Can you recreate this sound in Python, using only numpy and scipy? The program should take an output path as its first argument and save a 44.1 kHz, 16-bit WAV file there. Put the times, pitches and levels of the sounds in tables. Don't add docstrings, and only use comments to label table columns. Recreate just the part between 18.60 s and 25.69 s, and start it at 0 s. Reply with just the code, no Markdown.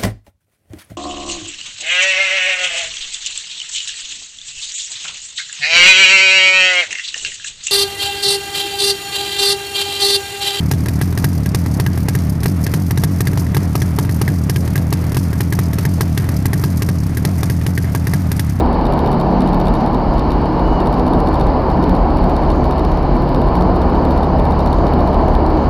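import sys
import numpy as np
from scipy import signal
from scipy.fft import rfft, irfft, next_fast_len
from scipy.io import wavfile
from scipy.ndimage import uniform_filter1d

SR = 44100
rng = np.random.default_rng(int(sys.argv[2]) if len(sys.argv) > 2 else 0)


def attenuation_scalar(level_db):
    decades = np.asarray(level_db, float) / 20
    return 10 ** decades


def transcribe(u):
    v = np.clip(np.atleast_2d(u).T, -1, 1)
    q = np.round(v * 32767).astype(np.int16)
    wavfile.write(sys.argv[1], SR, q)


N = 312669
T = np.arange(N) / SR

BLADE_HZ, FIRST_BEAT_S = 72.33, 0.0045
BEATS = FIRST_BEAT_S + np.arange(int((N / SR - FIRST_BEAT_S) * BLADE_HZ)) / BLADE_HZ
TAP_SAMPLES = 880


def curves(table):
    seconds, *columns = np.transpose(table)
    return [np.interp(T, seconds, column) for column in columns]


def unit(x):
    return x / np.sqrt(np.mean(x ** 2))


def walk(rate):
    hold = int(SR / rate)
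    steps = np.repeat(rng.standard_normal(N // hold + 1), hold)
    return unit(uniform_filter1d(uniform_filter1d(steps, hold), hold)[:N])


def fans():
    # time in seconds, level in dB.
    beat_level = [
        (0.0, -19),
        (0.2, -24.5),
        (0.57, -33.5),
        (0.83, -26),
        (1.12, -27.5),
        (4.29, -18.5),
        (4.74, -29.5),
        (4.78, -19),
        (6.4, -18.5),
        (7.09, -18.5),
    ]
    # level in dB, dB per dB of beat, wander in dB.
    overtones = [(-25, -0.46, 1.5), (-34.5, -.5, 5)]
    # multiple of the blade rate, level in dB.
    high_orders = [(5, -37), (6, -58.5)]
    lag_rad = 0.4
    phase = 2 * np.pi * BLADE_HZ * (T - FIRST_BEAT_S) - lag_rad + 0.11 * walk(1.66)
    beat_db, = curves(beat_level)
    out = attenuation_scalar(beat_db - 0.2) * np.cos(phase)
    for order, (db, slope, wander_db) in enumerate(overtones, start=2):
        level_db = db + slope * (beat_db + 24) + wander_db * walk(1.55)
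        out += attenuation_scalar(level_db) * np.cos(order * phase + order - 1)
    for order, db in high_orders:
        out += attenuation_scalar(db + np.clip(9.2 * walk(1.1), -9, 4)) * np.cos(int(order) * phase)
    return np.sqrt(2) * out


def surges(table):
    spread = 0.6
    return sum(attenuation_scalar(db) * np.exp(-((T - start - length / 2) / (spread * length)) ** 2)
               for start, length, db in table)


def boom():
    # frequency in Hz, width in Hz, resting level in dB, gain in a surge in dB.
    modes = [(39.1, 15.2, -22, -1), (51.1, 7.2, -26, -4), (180.84, 7.4, -28.5, -0.5),
             (250, 26.3, -28.5, 0.5)]
    # start in seconds, length in seconds,
    # level in dB.
    deep_surges = [(0.02, 0.078, -11.5), (0.49, 0.034, -15), (0.635, 0.064, -16), (0.948, 0.038, -14),
                   (1.077, 0.064, -20), (1.273, 0.038, -26), (1.479, 0.132, -14), (1.664, 0.035, -17),
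                   (1.722, 0.05, -15.5), (2.035, 0.1, -13), (2.221, 0.055, -16.5), (2.506, 0.089, -14),
                   (2.828, 0.082, -13), (3.299, 0.042, -17), (3.366, 0.1, -13), (3.596, 0.061, -15),
                   (3.902, 0.062, -15), (4.064, 0.03, -15), (4.284, 0.089, -17), (4.4, 0.051, -19),
                   (4.478, 0.088, -18.5), (4.73, 0.046, -14), (4.846, 0.036, -20), (4.981, 0.052, -12),
                   (5.222, 0.062, -14), (5.435, 0.025, -15), (5.782, 0.033, -15), (6.148, 0.046, -14),
                   (6.55, 0.038, -10.5), (6.695, 0.07, -9.5)]
    middle_surges = [(0.301, 0.034, -30), (0.551, 0.052, -22), (0.669, 0.19, -18), (0.856, 0.26, -20.5),
                     (1.437, 0.03, -28), (1.856, 0.148, -24), (2.149, 0.068, -15.5), (2.333, 0.039, -18),
                     (2.568, 0.031, -25), (3.173, 0.045, -22), (3.255, 0.096, -15.5), (3.61, 0.067, -18),
                     (4.248, 0.091, -18.5), (4.933, 0.126, -16), (5.122, 0.042, -21.5),
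                     (5.436, 0.036, -23.5), (5.573, 0.043, -19), (5.681, 0.064, -20.5), (5.903, 0.036, -21),
                     (6.208, 0.042, -27)]
    upper_surges = [(0.048, 0.15, -25), (0.537, 0.048, -18.5), (0.754, 0.106, -19.5), (0.928, 0.045, -22),
                    (1.231, 0.03, -19.5), (1.349, 0.045, -20.5), (2.395, 0.11, -19.5),
                    (2.548, 0.038, -18.5), (3.177, 0.029, -18.5), (3.269, 0.034, -17), (4.005, 0.048, -20),
                    (4.536, 0.036, -15.5), (4.791, 0.024, -20), (5.452, 0.056, -14.5), (6.583, 0.049, -20)]
    deep = surges(deep_surges)
    swells = (deep, deep, surges(middle_surges), surges(upper_surges))
    out = 0
    for (hz, width_hz, rest_db, surge_db), swell in zip(modes, swells):
        pole = np.exp(2j * np.pi * hz / SR - np.pi * width_hz / SR)
        z = signal.lfilter([1], [1, -pole], rng.standard_normal(N))
        z = signal.lfilter([1], [1, -pole], z)
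        tone = unit(z.real / (abs(z) + 1e-9) ** 0.65)
        out = out + np.hypot(attenuation_scalar(rest_db), attenuation_scalar(surge_db) * swell) * tone
    return out


def stream_noise(points, lo_hz, hi_hz, flicker_db, rate):
    # frequency in Hz, width in Hz, level in dB.
    standing = [(91.4, 9.1, 2), (100.7, 2.9, -5.5), (163, 3.3, -13), (222, 3.5, -1), (221, 6.8, -2.5),
                (315.5, 3.2, 8.5), (392, 6.6, 0.5), (467, 5.3, 0), (1763, 49, 6), (2290, 110, 5.5),
                (2965, 300, 9)]
    size = next_fast_len(N, real=True)
    hz = np.maximum(np.arange(size // 2 + 1) * SR / size, 1)
    point_hz, point_db = np.array(points).T
    db = np.interp(np.log(hz), np.log(point_hz), point_db, left=-80, right=-80)
    for centre, width, gain_db in standing:
        db = db + gain_db / (1 + ((hz - centre) / width) ** 2)
    spectrum = rfft(rng.standard_normal(size)) * attenuation_scalar(db)
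    inside = spectrum[(hz > lo_hz) & (hz < hi_hz)]
    spectrum = spectrum * size / np.sqrt(2 * np.sum(abs(inside) ** 2))
    octave = np.log2(hz / point_hz[0])
    out = np.zeros(N)
    for k in range(int(np.log2(point_hz[-1] / point_hz[0])) + 2):
        band = np.cos(np.pi / 2 * np.clip(octave - k, -1, 1)) ** 2
        out += attenuation_scalar(flicker_db * walk(rate)) * irfft(spectrum * band, size)[:N]
    return out


def stream():
    # frequency in Hz, level in dB per Hz.
    roar_colour = [(20, 3), (30, 10.5), (60, 1.5), (130, 2.5), (300, 2.5), (500, -2), (750, 0), (1000, -3),
                   (1200, -12), (1600, -23), (2500, -65.5)]
    hiss_colour = [(900, -4), (1500, -2), (2000, -4), (2600, -11.5), (3450, -16), (4400, -4), (5000, -11),
                   (5700, -24.5), (7000, -54)]
    sizzle_colour = [(4500, -9), (6000, 2.5), (7000, -3), (8000, -17), (9500, -28)]
    roar = stream_noise(roar_colour, lo_hz=282, hi_hz=1230, flicker_db=-0.25, rate=12)
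    hiss = stream_noise(hiss_colour, lo_hz=1390, hi_hz=3450, flicker_db=0.76, rate=15)
    sizzle = stream_noise(sizzle_colour, lo_hz=5840, hi_hz=8500, flicker_db=4.5, rate=12)
    gust = walk(1.44)
    out = attenuation_scalar(-17.5 + 0.9 * gust) * roar
    out += attenuation_scalar(-41 + 0.2 * gust) * hiss
    out += attenuation_scalar(-67 + 0.3 * gust) * sizzle
    return out


def taps():
    # first swing in seconds, duration in seconds, swings a second, reach in dB.
    bouts = [(0.014, -0.007, 12.5, -24), (0.058, 0.166, 13.0, -43.5), (0.263, 0.083, 14.5, -31.5),
             (0.391, 0.09, 13.25, -31.0), (0.526, 0.149, 12.625, -30.5), (0.813, 0.207, 15.75, -29.5),
             (1.072, 0.145, 13.25, -27.5), (1.271, 0.083, 14.125, -37), (1.589, 0.014, 16.5, -31),
             (1.716, 0.024, 13.125, -31), (1.996, 0.09, 12.5, -45.5), (2.205, 0.2, 15.875, -33.5),
             (2.473, 0.138, 15.875, -34), (2.675, 0.2, 15.0, -29.5), (3.107, 0.069, 12.625, -38),
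             (3.237, 0.135, 16.75, -34.5), (3.575, 0.197, 16.125, -37.0), (3.906, 0.059, 15.25, -35.0),
             (4.044, 0.211, 14.125, -34.5), (4.318, 0.121, 18.375, -43.5), (4.562, 0.328, 15.75, -39),
             (4.959, 0.069, 17.375, -33.0), (5.16, 0.076, 16.75, -34), (5.3, 0.059, 18.875, -43.0),
             (5.452, 0.2, 16.375, -34.5), (5.792, 0.135, 16.5, -35), (6, 0.194, 15.375, -32.5),
             (6.269, 0.283, 14.75, -37), (6.683, 0.076, 15.75, -36.5), (6.904, 0.145, 15.0, -44)]
    # time in seconds, level in dB.
    lone_taps = [(0.7078, -47), (0.7204, -51), (1.5374, -42), (1.8143, -49), (1.8557, -40), (1.9245, -50),
                 (2.1316, -46), (3.0165, -49), (3.5004, -48), (3.8187, -48), (3.8327, -47), (3.8464, -48),
                 (5.4216, -50), (6.6104, -50), (6.8603, -36)]
    swing_depth_db, contact_db, hardest_db, stray_db = 19.5, -52, -39, -73.5
    scatter_db, lean_s, jitter_s = 2, 0.003, 0.0004
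    first, lasts, rate, reach_db = np.transpose(bouts)[:, :, None]
    turn = (BEATS - first) * rate
    swinging = (turn > -0.5) & (BEATS < first + lasts)
    db = np.where(swinging, reach_db + swing_depth_db * (np.cos(2 * np.pi * turn) - 1), -99)
    bout, beat = db.argmax(axis=0), np.arange(len(BEATS))
    scatter, jitter, stray = rng.standard_normal((len(BEATS), 3)).T
    swung = attenuation_scalar(db[bout, beat] - 2.0 + scatter_db * scatter)
    swung = swung / np.hypot(1, (attenuation_scalar(contact_db) / swung) ** 2)
    lone_s, lone_db = np.transpose(lone_taps)
    lone_beat = np.round((lone_s - FIRST_BEAT_S) * BLADE_HZ).astype(int)
    swung = swung + np.bincount(lone_beat, attenuation_scalar(lone_db - 3.0), len(BEATS))
    size = swung / np.hypot(1, swung / attenuation_scalar(hardest_db))
    size = size + attenuation_scalar(stray_db + 5 * np.clip(stray, -3, 2))
    lean = turn[bout, beat] - np.round(turn[bout, beat])
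    seconds = BEATS - lean_s * lean + jitter_s * jitter
    return seconds[:, None], size[:, None]


def ring(modes, rise_s, scatter_db):
    t = np.arange(TAP_SAMPLES) / SR
    out = np.zeros((len(BEATS), TAP_SAMPLES))
    for hz, db, t60 in modes:
        strength, detune, turn = rng.standard_normal((len(BEATS), 3)).T[:, :, None]
        fade = (1 - np.exp(-(t / rise_s) ** 2)) * np.exp(-np.log(1000) * t / t60)
        wave = np.sin(2 * np.pi * hz * (1 + 0.0057 * detune) * t + 1.3 * turn)
        out += attenuation_scalar(db + scatter_db * strength) * fade * wave
    return out


def scrape(lo_hz, hi_hz, rise_s, fall_s):
    t = np.arange(TAP_SAMPLES) / SR
    band = signal.butter(2, [lo_hz, hi_hz], "band", fs=SR, output="sos")
    grit = signal.sosfilt(band, rng.standard_normal((len(BEATS), TAP_SAMPLES)))
    return grit * (1 - np.exp(-(t / rise_s) ** 2)) * np.exp(-t / fall_s)


def rattle():
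    # frequency in Hz, level in dB, 60 dB decay in seconds.
    shell_low = [(2300, -1, .012), (2900, -2, .012), (3725, -1, .03), (4360, 0, .018), (5150, -6, .01),
                 (5550, -6, .014)]
    shell_high = [(6300, -9, .007), (7150, -12, .016), (7840, -12, .018), (9200, -15, .008),
                  (9950, 3, .006), (10700, -4, .007), (11600, -8, .008), (12400, -1.5, .007),
                  (13800, -8, .006), (14600, -13, .007), (15200, -11, .008)]
    seconds, size = taps()
    click = attenuation_scalar(1.5) * ring(shell_high, rise_s=0.00011, scatter_db=2.5)
    buzz = attenuation_scalar(-12) * scrape(4500, 16000, rise_s=0.0003, fall_s=0.0043)
    crack = attenuation_scalar(-2) * scrape(5500, 15600, rise_s=0.0001, fall_s=0.0006)
    low = attenuation_scalar(6.5) * ring(shell_low, rise_s=0.00028, scatter_db=2.1)
    low += attenuation_scalar(14.5) * scrape(2500, 4330, rise_s=0.00027, fall_s=0.0032)
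    low_scatter = attenuation_scalar(0.81 * rng.standard_normal(seconds.shape))
    out = np.zeros(N + TAP_SAMPLES)
    at = (seconds * SR).astype(int) + np.arange(TAP_SAMPLES)
    np.add.at(out, at, size * (click + buzz + crack + low_scatter * low))
    return out[:N]


def edge_tone():
    # time in seconds, pitch in Hz, level in dB.
    whistle = [
        (1.85, 2870, -73),
        (1.9, 2867, -64),
        (1.96, 2910, -53),
        (2.02, 2900, -50),
        (2.07, 2980, -44.5),
        (2.13, 2960, -49),
        (2.19, 2860, -45),
        (2.25, 2720, -64),
        (2.3, 2680, -82),
    ]
    hz, db = curves(whistle)
    phase = 2 * np.pi * np.cumsum(hz + 25 * walk(60)) / SR
    return np.sqrt(2) * attenuation_scalar(db + 1.5 * walk(28)) * np.sin(phase)


def microphone_noise():
    # frequency in Hz, level in dB per Hz.
    self_noise = [(3000, -19), (7000, -2.5), (12500, 4), (14000, -4), (15700, -9)]
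    return attenuation_scalar(-67) * stream_noise(self_noise, lo_hz=8000, hi_hz=12900, flicker_db=0.0, rate=23)


def scene():
    mix = fans() + boom() + stream() + rattle() + edge_tone() + microphone_noise()
    return mix[None]


def top_cut(x):
    return signal.sosfilt(signal.butter(12, 15830, fs=SR, output="sos"), x)


def record(dry):
    dry = signal.sosfilt(signal.butter(2, 25, "high", fs=SR, output="sos"), dry)
    loud = signal.lfilter([1], [1, -np.exp(-1 / (0.09 * SR))], dry ** 2, axis=1)
    held = dry * (np.mean(loud) / (loud + 0.19 * np.mean(loud))) ** 0.12
    mix = np.tanh(0.78 * held) / 0.81 * attenuation_scalar(1.0)
    return top_cut(mix)


dry = scene()
out = record(dry)
transcribe(out)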